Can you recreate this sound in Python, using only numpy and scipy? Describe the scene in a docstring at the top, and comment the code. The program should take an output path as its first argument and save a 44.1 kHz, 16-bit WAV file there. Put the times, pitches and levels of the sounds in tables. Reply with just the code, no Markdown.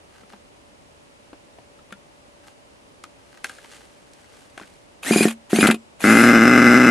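"""A small two-stroke glow engine idles loudly and unevenly: each burn is a pressure pulse that excites the
resonances of a tuned pipe and of a finned cylinder, with a spurt of gas noise.
Before it catches on the third pull, a hand starter's gear whine turns it over in two bursts, with air puffs,
drive clacks and a few coughs. Earlier the model truck is handled: decaying knocks, tyre booms, scuffs and
rustling leaves, built from impulses and swelling noise. Foliage echoes and open air surround it."""
import sys
import numpy as np
from scipy import signal
from scipy.fft import rfft, irfft, next_fast_len
from scipy.io import wavfile

SR = 44100
rng = np.random.default_rng(int(sys.argv[2]) if len(sys.argv) > 2 else 0)


def to_wav(sig):
    """Store sig (one row per channel, or 1-D mono) as 16-bit WAV at the path in sys.argv[1].

    Samples outside -1..1 are clipped; the rate is SR.
    """
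    pcm = np.clip(np.atleast_2d(sig), -1, 1) * 32767
    pcm = np.round(pcm).astype(np.int16)
    wavfile.write(sys.argv[1], SR, pcm.T)  # frames by channels


N = 304290
TIME = np.arange(N) / SR
CATCH_S = 6.0412

# Idle speed. Each row: time in seconds, firing rate in Hz.
IDLE_SPEED = [(6.04, 104), (6.126, 111.7), (6.266, 120), (6.338, 117), (6.388, 110.5), (6.436, 118),
              (6.516, 123.3), (6.598, 121.7), (6.642, 118), (6.696, 123.2), (6.72, 116), (6.768, 126.5),
              (6.854, 122.7), (6.9, 114.3)]
# Single firings before the engine catches. Each row: time in seconds, relative level in dB.
COUGHS = [(5.6286, 1.5), (5.6392, 0), (5.6484, -2), (5.6578, -0.5), (5.6887, -5.5), (5.701, -2.5)]
# Uneven idle: chance of a weak burn (never two running), its level, and the spread of all levels.
WEAK_CHANCE, WEAK_DB, SPREAD_DB = .27, -4.5, 1
# Delay after a weak burn and random timing spread, as shares of a turn.
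STUMBLE_TURNS, JITTER_TURNS = .08, .026
# Exhaust modes under a firing. Each row: frequency in Hz, bandwidth in Hz, gain in dB, polarity.
HOT_PIPE_MODES = [(168.5, 134, 27, 1), (209, 23.5, 31, 1), (259.6, 96, 36.5, -1), (714, 204, 21.5, 1),
                  (742, 70, 24, -1), (1188.5, 159, 27, 1), (1320, 406, 29, -1), (1584, 400, 26.5, 1),
                  (2047, 33.3, 30.5, 1), (2615, 89, 11, -1), (2850, 49, 13, -1)]
# The low boom follows only this share of a burn's strength in dB.
BOOM_FOLLOWS = 0.68
# Modes of the cylinder and cooling fins. Each row: frequency in Hz, bandwidth in Hz, relative gain in dB.
FIN_MODES = [(3630, 58, -1.5), (4040, 120, -5.5), (5110, 49, 7.5), (5150, 73, -24), (5850, 136, -1.5),
             (6300, 45, -5), (7300, 51, -11), (7550, 57, 0), (9200, 180, -20), (11500, 51, -5)]
# The fins start at this relative level and ring up after the catch.
FINS_START_DB, SETTLE_S = -4, 0.24
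# Spectrum of the escaping gas. Each row: frequency in Hz, relative level in dB.
EXHAUST_HISS = [(2000, -10), (2600, 16.5), (3300, -3.5), (7500, -4.5), (10500, -6), (12500, -28),
                (14000, -39)]

# Unfired strokes puffing through the pipe. Each row: time in seconds, relative level in dB.
PUFFS = [(5.084, -27.5), (5.109, -1), (5.1601, -0.5), (5.2076, -1), (5.2539, 0), (5.531, -0.5),
         (5.587, -0.5), (5.6871, -0.5), (5.727, -18.5), (5.742, -16.5)]
# Exhaust modes under cold air. Each row: frequency in Hz, bandwidth in Hz, relative gain in dB, polarity.
COLD_PIPE_MODES = [(179, 96, 30, 1), (226.6, 10.4, 44, -1), (314, 83, 36, -1), (378.4, 27.5, 34, -1),
                   (729, 26, 33.5, 1), (1560, 500, 29, -1)]

# Pulls on the starter's trigger. Each row: on in seconds, off in seconds, coasting time in seconds, level in dB.
TRIGGER = [(5.022, 5.228, .125, -24.5), (5.491, 5.632, .13, -26), (5.992, 6.223, 0.16, -25)]
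# Gear mesh at free speed, spin-up time constant, and exponent of loudness against speed.
FREE_MESH_HZ, SPIN_UP_S, LOUDNESS_POWER = 2520, .035, 1.32
# Compression slows it just before each puff: share of speed lost, lead, Gaussian width.
SAG_SHARE, SAG_LEAD_S, SAG_WIDTH_S = .08, 0.00504, .011
# Once the engine runs the gears are unloaded: change of their whine, and the time it takes.
UNLOADED_DB, UNLOAD_S = -9.5, 0.066
# Starter partials. Each row: multiple of the gear mesh frequency, relative level in dB.
WHINE_PARTIALS = [(1, 0), (4 / 3, -17.5), (5 / 3, -14), (2, -10), (8 / 3, -13.5), (3, -7.5), (4, -4),
                  (3.9, -21)]
# Gear noise spectrum. Each row: frequency in Hz, relative level in dB.
GEAR_NOISE = [(300, 0), (550, -1.5), (780, -1.5), (1050, -11.5), (1600, 0.5), (2500, -2.5), (3300, -5),
              (5400, -13.5), (6800, -7), (8300, -9.5), (9800, -5.5), (11700, -9), (14000, -32)]
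# Spectrum of the churned air. Each row: frequency in Hz, relative level in dB.
CHURN_COLOUR = [(110, -11), (230, 12), (380, -9), (550, -18), (900, -4)]
# The drive clacks as it pushes the piston over compression. Each row: time in seconds, relative level in dB.
CLACKS = [(5.031, -30.5), (5.133, -19.5), (5.182, -19.5), (5.228, -16.5), (5.24, -27.5), (5.282, -22.5),
          (5.307, -27.5), (5.503, -34), (5.559, -19), (5.6074, -14.5), (5.6693, -10.5), (5.675, -20),
          (5.7099, -14), (5.7432, -27.5), (6.004, -33)]
# Clack spectrum. Each row: frequency in Hz, relative level in dB.
CLACK_COLOUR = [(530, -3), (900, -6.5), (1490, -6), (2010, -13), (2560, 0.5), (3040, -9.5), (3650, -8),
                (5780, -24.5), (7280, -15.5), (10500, -15), (14000, -32.5)]
CLACK_T60_S, CLACK_ATTACK_S = .031, 0.0013
# Metal that rings on after a clack. Each row: frequency in Hz, bandwidth in Hz, gain in dB.
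CLACK_RINGS = [(2950, 22, 22), (7680, 4, 16)]

# Knocks on the plastic truck and its gear.
# Each row: time in seconds, relative level in dB, ring frequency in Hz, hardness of the contact in dB.
KNOCKS = [(0.234, -54, 1300, -11), (0.295, -63, 1280, 12), (0.334, -43.5, 910, -13), (1.33, -45, 875, -17),
          (1.585, -50, 960, -19), (1.789, -51.5, 1310, -5), (1.906, -51, 1170, -4),
          (1.924, -35.5, 1390, -1), (3.038, -36.5, 1240, 5), (3.373, -50, 1930, 5),
          (3.443, -23.5, 1576, 2.5), (3.494, -35, 1610, 2.5), (3.584, -44.5, 1660, -3),
          (3.645, -45, 921, -2), (4.134, -62.5, 912, 21.5), (4.576, -34, 1520, -1.5),
          (4.597, -42, 1040, -3), (4.612, -43.5, 1480, -11), (4.632, -44.5, 1540, -7)]
# Spectra of a knock's thump, shell and tick. Each row: frequency in Hz, relative level in dB.
THUMP_COLOUR = [(170, -23), (300, 11), (450, -8), (750, 2), (1200, -22)]
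SHELL_COLOUR = [(450, -18), (900, -5), (1400, 1), (2400, -1.5), (4000, -11), (7000, -34)]
TICK_COLOUR = [(2000, -10), (4000, -1), (10000, -3.5), (13000, -19)]
# The truck drops on its tyres. Each row: time in seconds, relative level in dB.
BOUNCES = [(0.235, -48.5), (0.335, -47), (1.923, -38.5), (4.612, -44.5)]
TYRE_HZ, TYRE_WIDTH_HZ = 200, 17

# The bush is brushed and springs back.
# Each row: peak in seconds, relative level in dB, rise constant in seconds, fall constant in seconds.
BRUSHES = [(3.455, -44, 0.01, 0.08), (3.75, -51, .1, 0.095), (4.4, -56, 0.25, 0.075),
           (4.61, -54, 0.042, .12)]
# Hands and gear scuff over the shell.
# Each row: peak in seconds, relative level in dB, rise constant in seconds, fall constant in seconds.
SCUFFS = [(0.17, -60.5, .06, .04), (0.32, -59, 0.033, 0.037), (1.265, -66, .02, .02),
          (2.48, -52.5, 0.023, .022), (3.33, -60, .08, 0.099), (3.735, -54.5, 0.018, 0.031)]
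# Spectrum of the rubbing noise. Each row: frequency in Hz, relative level in dB.
LEAF_COLOUR = [(400, 2.5), (1000, -7), (1700, -1), (3000, -0.5), (5000, -4.5), (9000, -4), (11000, -10.5),
               (13500, -24)]
# Modes of the plastic body shell. Each row: frequency in Hz, bandwidth in Hz, relative gain in dB.
SHELL_MODES = [(833, 110, 1), (1250, 130, 1.5), (1550, 160, 3), (1940, 160, -4.5), (2740, 210, -6),
               (4100, 280, -9)]

# Left minus right for sound from the truck. Each row: frequency in Hz, level difference in dB.
TRUCK_PAN = [(200, 0.83), (650, -0.8), (1250, 5.5), (2200, 2), (4000, -1), (7400, -3.5), (13000, 2)]
# Spectrum of the background air. Each row: frequency in Hz, relative level in dB.
AIR_COLOUR = [(15, -44), (25, -15.5), (60, -6), (182, -10), (286, -6.5), (335, -9), (584, -9.5),
              (741, -13.5), (824, -12.5), (1440, -20.5), (2860, -20.5), (3350, -24), (9920, -28.5),
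              (12300, -40), (14000, -70)]
# Stereo width of the air. Each row: frequency in Hz, side minus mid in dB.
AIR_WIDTH = [(60, -7), (110, -0.5), (200, 0), (370, -1.5), (670, 3.5), (1220, 4.5), (2230, 2), (4070, 1.5),
             (7440, -3), (13600, -4)]
CUTOFF_HZ = 14100


def engine(pipe_db, fins_db, blow_noise, hiss_db, rumble_db, turbulence_db):
    """Pulse excitation: each firing rings the pipe, strikes the finned cylinder and lets out a spurt of gas."""
    pulses = firings(count=200) + clicks(*np.transpose(COUGHS))
    spurt = fade(pulses, t60=.075, attack_s=.0006)
    # turbulence behind each pulse roughens the upper modes of the pipe
    turbulence = from_db(turbulence_db) * spurt * rng.standard_normal(N)
    boom = pipe(pulses ** BOOM_FOLLOWS, HOT_PIPE_MODES[:3])
    exhaust = boom + pipe(pulses + turbulence, HOT_PIPE_MODES[3:])

    blow_tail = fade(pulses, t60=0.016, attack_s=0.00028)
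    blows = pulses + blow_noise * blow_tail * rng.standard_normal((2, N))
    fins = sum(from_db(db) * resonate(blows, hz, width) for hz, width, db in FIN_MODES)
    fins *= from_db(FINS_START_DB * np.clip(1 - (TIME - CATCH_S) / SETTLE_S, 0, 1))

    hiss = noise(EXHAUST_HISS, side_db=-10)
    rumble = noise([(20, -7), (70, -5.0), (300, 0), (900, -5), (1500, -25)], side_db=-9.5)
    gas = from_db(hiss_db) * hiss + from_db(rumble_db) * rumble
    return from_db(pipe_db) * exhaust + from_db(fins_db) * fins + spurt * gas


def firings(count):
    """Combustion irregularity: now and then a turn burns weakly, and the next firing comes late."""
    times, levels, s, was_weak = [], [], CATCH_S, False
    for chance, size, timing in zip(rng.random(count), *rng.standard_normal((2, count))):
        turn_s = 1 / np.interp(s, *np.transpose(IDLE_SPEED))
        weak = chance < WEAK_CHANCE and not was_weak and len(times) > 1
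        # the weak burn itself comes early by half the stumble
        shift_turns = STUMBLE_TURNS * (was_weak - weak / 2) + JITTER_TURNS * timing
        times.append(s + shift_turns * turn_s)
        levels.append(weak * WEAK_DB + SPREAD_DB * size)
        # the flywheel holds the mean speed through weak burns
        s += turn_s
        was_weak = weak
    sounding = np.array(times) < N / SR
    return clicks(np.array(times)[sounding], np.array(levels)[sounding])


def pipe(x, modes):
    """Modal superposition: pressure pulses ring the modes of the exhaust, each with its polarity."""
    return sum(np.sign(polarity) * from_db(db) * resonate(x, hz, width)
               for hz, width, db, polarity in modes)


def puffs(puff_db, soft_hz, gulp_db, gulp_s):
    """Soft excitation: the port opens on a push of air, a weaker gulp follows and the pipe rings on."""
    s, db = np.transpose(PUFFS)
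    strokes = clicks(s, db) - clicks(s + gulp_s, db + gulp_db)
    soften = signal.butter(2, soft_hz, fs=SR, output="sos")
    return from_db(puff_db) * pipe(signal.sosfilt(soften, strokes), COLD_PIPE_MODES)


def starter(whine_db, gears_db, clack_db, churn_db, wobble, flutter_db):
    """Gear-mesh radiation: pitch and level follow motor speed; the drive clacks and the piston churns air."""
    pulls = [(motor_speed(on_s, off_s, coast_s), db) for on_s, off_s, coast_s, db in TRIGGER]
    speed = sum(share for share, db in pulls)
    level = sum(from_db(db) * share ** LOUDNESS_POWER for share, db in pulls)

    mesh_hz = FREE_MESH_HZ * speed * (1 + wobble * (drift(700) + drift(110)))
    phase = 2 * np.pi * np.cumsum(mesh_hz) / SR
    partials = sum(from_db(db + flutter_db * drift(160)) * np.sin(multiple * phase)
                   for multiple, db in WHINE_PARTIALS)
    whine = speed ** 3 * rms_one(partials)
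    whine *= from_db(UNLOADED_DB * np.clip((TIME - CATCH_S) / UNLOAD_S, 0, 1))
    # the teeth scrape harder once per motor turn
    gears = noise(GEAR_NOISE, side_db=-7) * (1 + .6 * np.sin(phase / 9))
    churn = speed ** 3 * noise(CHURN_COLOUR, side_db=-25)
    running = from_db(whine_db) * whine + from_db(gears_db) * gears + from_db(churn_db) * churn

    hits = clicks(*np.transpose(CLACKS))
    clacks = fade(hits, CLACK_T60_S, CLACK_ATTACK_S) * noise(CLACK_COLOUR, side_db=-16.5)
    rings = sum(from_db(db) * resonate(hits, hz, width) for hz, width, db in CLACK_RINGS)
    return level * running + from_db(clack_db) * clacks + rings


def motor_speed(on_s, off_s, coast_s):
    """Rotor inertia and load: share of free speed through spin-up, compression sags and coasting to rest."""
    spin_up = 1 - np.exp(-np.maximum(TIME - on_s, 0) / SPIN_UP_S)
    coast = np.clip(1 - (TIME - off_s) / coast_s, 0, 1)
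    load = sum(from_db(db) * np.exp(-np.minimum(((TIME - s + SAG_LEAD_S) / SAG_WIDTH_S) ** 2, 20))
               for s, db in PUFFS if on_s < s < off_s + coast_s)
    return spin_up * coast * np.clip(1 - SAG_SHARE * load, 0, 1)


def knocks(thump_db, body_db, tick_db, ring_db, ring_width_hz, softening):
    """Impact of solids: thump, shell ring and tick; a harder contact ticks more and thumps less."""
    s, db, ring_hz, hardness = np.transpose(KNOCKS)
    thumps = clicks(s, db + thump_db - softening * hardness)
    bodies = clicks(s, db + body_db)
    ticks = clicks(s, db + tick_db + hardness)
    out = fade(thumps, t60=.04, attack_s=.001) * noise(THUMP_COLOUR, side_db=-14)
    out += fade(bodies, t60=.03, attack_s=.0007) * noise(SHELL_COLOUR, side_db=-12)
    out += fade(ticks, t60=0.019, attack_s=.0004) * noise(TICK_COLOUR, side_db=-14)
    # the tonal ring starts about 2 ms after the contact
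    return out + sum(resonate(clicks([at + 0.001896], [level + ring_db]), hz, ring_width_hz)
                     for at, level, hz in zip(s, db, ring_hz))


def tyres(tyre_db):
    """Resonance on impact: the soft tyres give a short low boom."""
    return from_db(tyre_db) * resonate(clicks(*np.transpose(BOUNCES)), TYRE_HZ, TYRE_WIDTH_HZ)


def rustle(movements, hiss_db, crackle_db, tick_db, ticks_per_s):
    """Friction noise: rubbing gives a fine crackle, with small random ticks against the plastic shell."""
    level = swells(movements)
    crackle = from_db(hiss_db + crackle_db * drift(500)) * noise(LEAF_COLOUR, side_db=-10.5)
    touches = level * (rng.random(N) < ticks_per_s / SR)
    strikes = touches * rng.standard_normal(N) + 1e-18
    ticks = sum(from_db(db) * resonate(strikes, hz, width) for hz, width, db in SHELL_MODES)
    return level * crackle + from_db(tick_db) * ticks


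def swells(rows):
    """Exponential growth and decay: each movement grows to its peak and dies away."""
    return sum(from_db(db) * np.exp(-np.maximum((s - TIME) / rise_s, (TIME - s) / fall_s))
               for s, db, rise_s, fall_s in rows)


def bush(x, scatter_db, count):
    """Scattering: faint echoes from the foliage and the ground, with slightly different delays in each ear."""
    echoes = np.zeros((2, N))
    delays = rng.uniform(.003, .04, count)
    skews = rng.normal(0, .00004, count)
    for delay, skew, strength in zip(delays, skews, rng.standard_normal(count)):
        for ear, s in enumerate((delay + skew, delay - skew)):
            lag = int(s * SR)
            # later echoes are weaker in inverse proportion to delay
            echoes[ear, lag:] += strength * .003 / delay * x[ear, :N - lag]
    high_pass = signal.butter(2, 800, "high", fs=SR, output="sos")
    return from_db(scatter_db) * signal.sosfilt(high_pass, echoes)


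def outdoors(air_db, hum_hz, hum_db):
    """Diffuse background: still air, widest around 1.2 kHz, and a faint wavering hum."""
    tone = np.sin(2 * np.pi * np.cumsum(hum_hz + 2 * drift(8)) / SR)
    hum = rms_one(tone * from_db(2 * drift(8.6)))
    mid, side = rms_one(colour(rng.standard_normal((2, N)), AIR_COLOUR))
    air = mid + colour(side, AIR_WIDTH) * [[1], [-1]]
    return from_db(air_db) * air + from_db(hum_db) * hum


def from_db(db):
    """Logarithmic level: decibels to amplitude gain."""
    return 10 ** (np.asarray(db) / 20)


def rms_one(x):
    """Normalisation: scale to unit mean power."""
    return x / np.sqrt(np.mean(x ** 2) + 1e-20)


def colour(x, points):
    """Spectral shaping: filter by a (Hz, dB) curve over log frequency, with a sharp drop beyond its ends."""
    size = next_fast_len(N + 4096)
    hz, db = np.transpose(points)
    bins = np.maximum(np.fft.rfftfreq(size, 1 / SR), 1)
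    curve = np.interp(np.log(bins), np.log(hz), db, left=db[0] - 30.5, right=db[-1] - 27)
    return irfft(rfft(x, size) * from_db(curve), size)[..., :N]


def noise(points, side_db):
    """Partial coherence: coloured stereo noise of unit power, mostly alike in both ears."""
    mid, side = rng.standard_normal((2, N))
    return rms_one(colour(mid + from_db(side_db) * side * [[1], [-1]], points))


def drift(rate):
    """Random modulation: straight lines between normal draws of unit spread, at a rate in Hz."""
    knots = rng.standard_normal(int(N / SR * rate) + 2)
    return np.interp(TIME * rate, np.arange(len(knots)), knots)


def clicks(times, db):
    """Impulse excitation: one single-sample impulse for each event."""
    out = np.zeros(N)
    samples = np.clip(np.round(np.asarray(times) * SR).astype(int), 0, N - 1)
    np.add.at(out, samples, from_db(db))
    return out + 1e-18


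def fade(x, t60, attack_s):
    """Exponential damping: each impulse becomes an envelope that rises quickly and dies away."""
    fall, rise = from_db(-60 / (t60 * SR)), np.exp(-1 / (attack_s * SR))
    decay = signal.lfilter([1], [1, -fall], x)
    return signal.lfilter([1 - rise], [1, -rise], decay)


def resonate(x, hz, width):
    """Damped oscillator: a two-pole resonance with gain about 1 at its top."""
    r = np.exp(-np.pi * width / SR)
    zeros = np.array([1, 0, -1]) * (1 - r * r) / 2
    return signal.lfilter(zeros, [1, -2 * r * np.cos(2 * np.pi * hz / SR), r * r], x)


def scene():
    """Superposition: the truck's sources, panned by frequency mostly to the left, in open air."""
    truck = engine(pipe_db=1, fins_db=8, blow_noise=0.062, hiss_db=-32.5, rumble_db=-31.5, turbulence_db=-38)
    truck += puffs(puff_db=1.5, soft_hz=546, gulp_db=-12.5, gulp_s=.0205)
    truck += starter(whine_db=-3, gears_db=-2, clack_db=3.5, churn_db=-1.0, wobble=.018, flutter_db=5)
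    truck += knocks(thump_db=-5, body_db=2, tick_db=-3.5, ring_db=44.5, ring_width_hz=99, softening=0.92)
    truck += tyres(tyre_db=54.0)
    truck += bush(truck, scatter_db=-9.0, count=14)

    pan = [(1 / 2, 0)] + TRUCK_PAN + [(SR / 2, 0)]
    # each ear takes half of the level difference
    ears = [colour(ear, [(hz, side * db / 2) for hz, db in pan]) for ear, side in zip(truck, (1, -1))]
    leaves = rustle(BRUSHES, hiss_db=-0.5, crackle_db=4, tick_db=33, ticks_per_s=120)
    scuffs = rustle(SCUFFS, hiss_db=-4, crackle_db=4.5, tick_db=38.5, ticks_per_s=200)
    return np.array(ears) + leaves + scuffs + outdoors(air_db=-54.5, hum_hz=578, hum_db=-64.5)


def record(dry):
    """Limiting and band limitation: peaks clip at full scale, then a steep low-pass cuts the top."""
    low_pass = signal.ellip(10, .1, 80, CUTOFF_HZ, fs=SR, output="sos")
    return signal.sosfilt(low_pass, np.clip(dry, -1, 1))


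dry = scene()
out = record(dry)
to_wav(out)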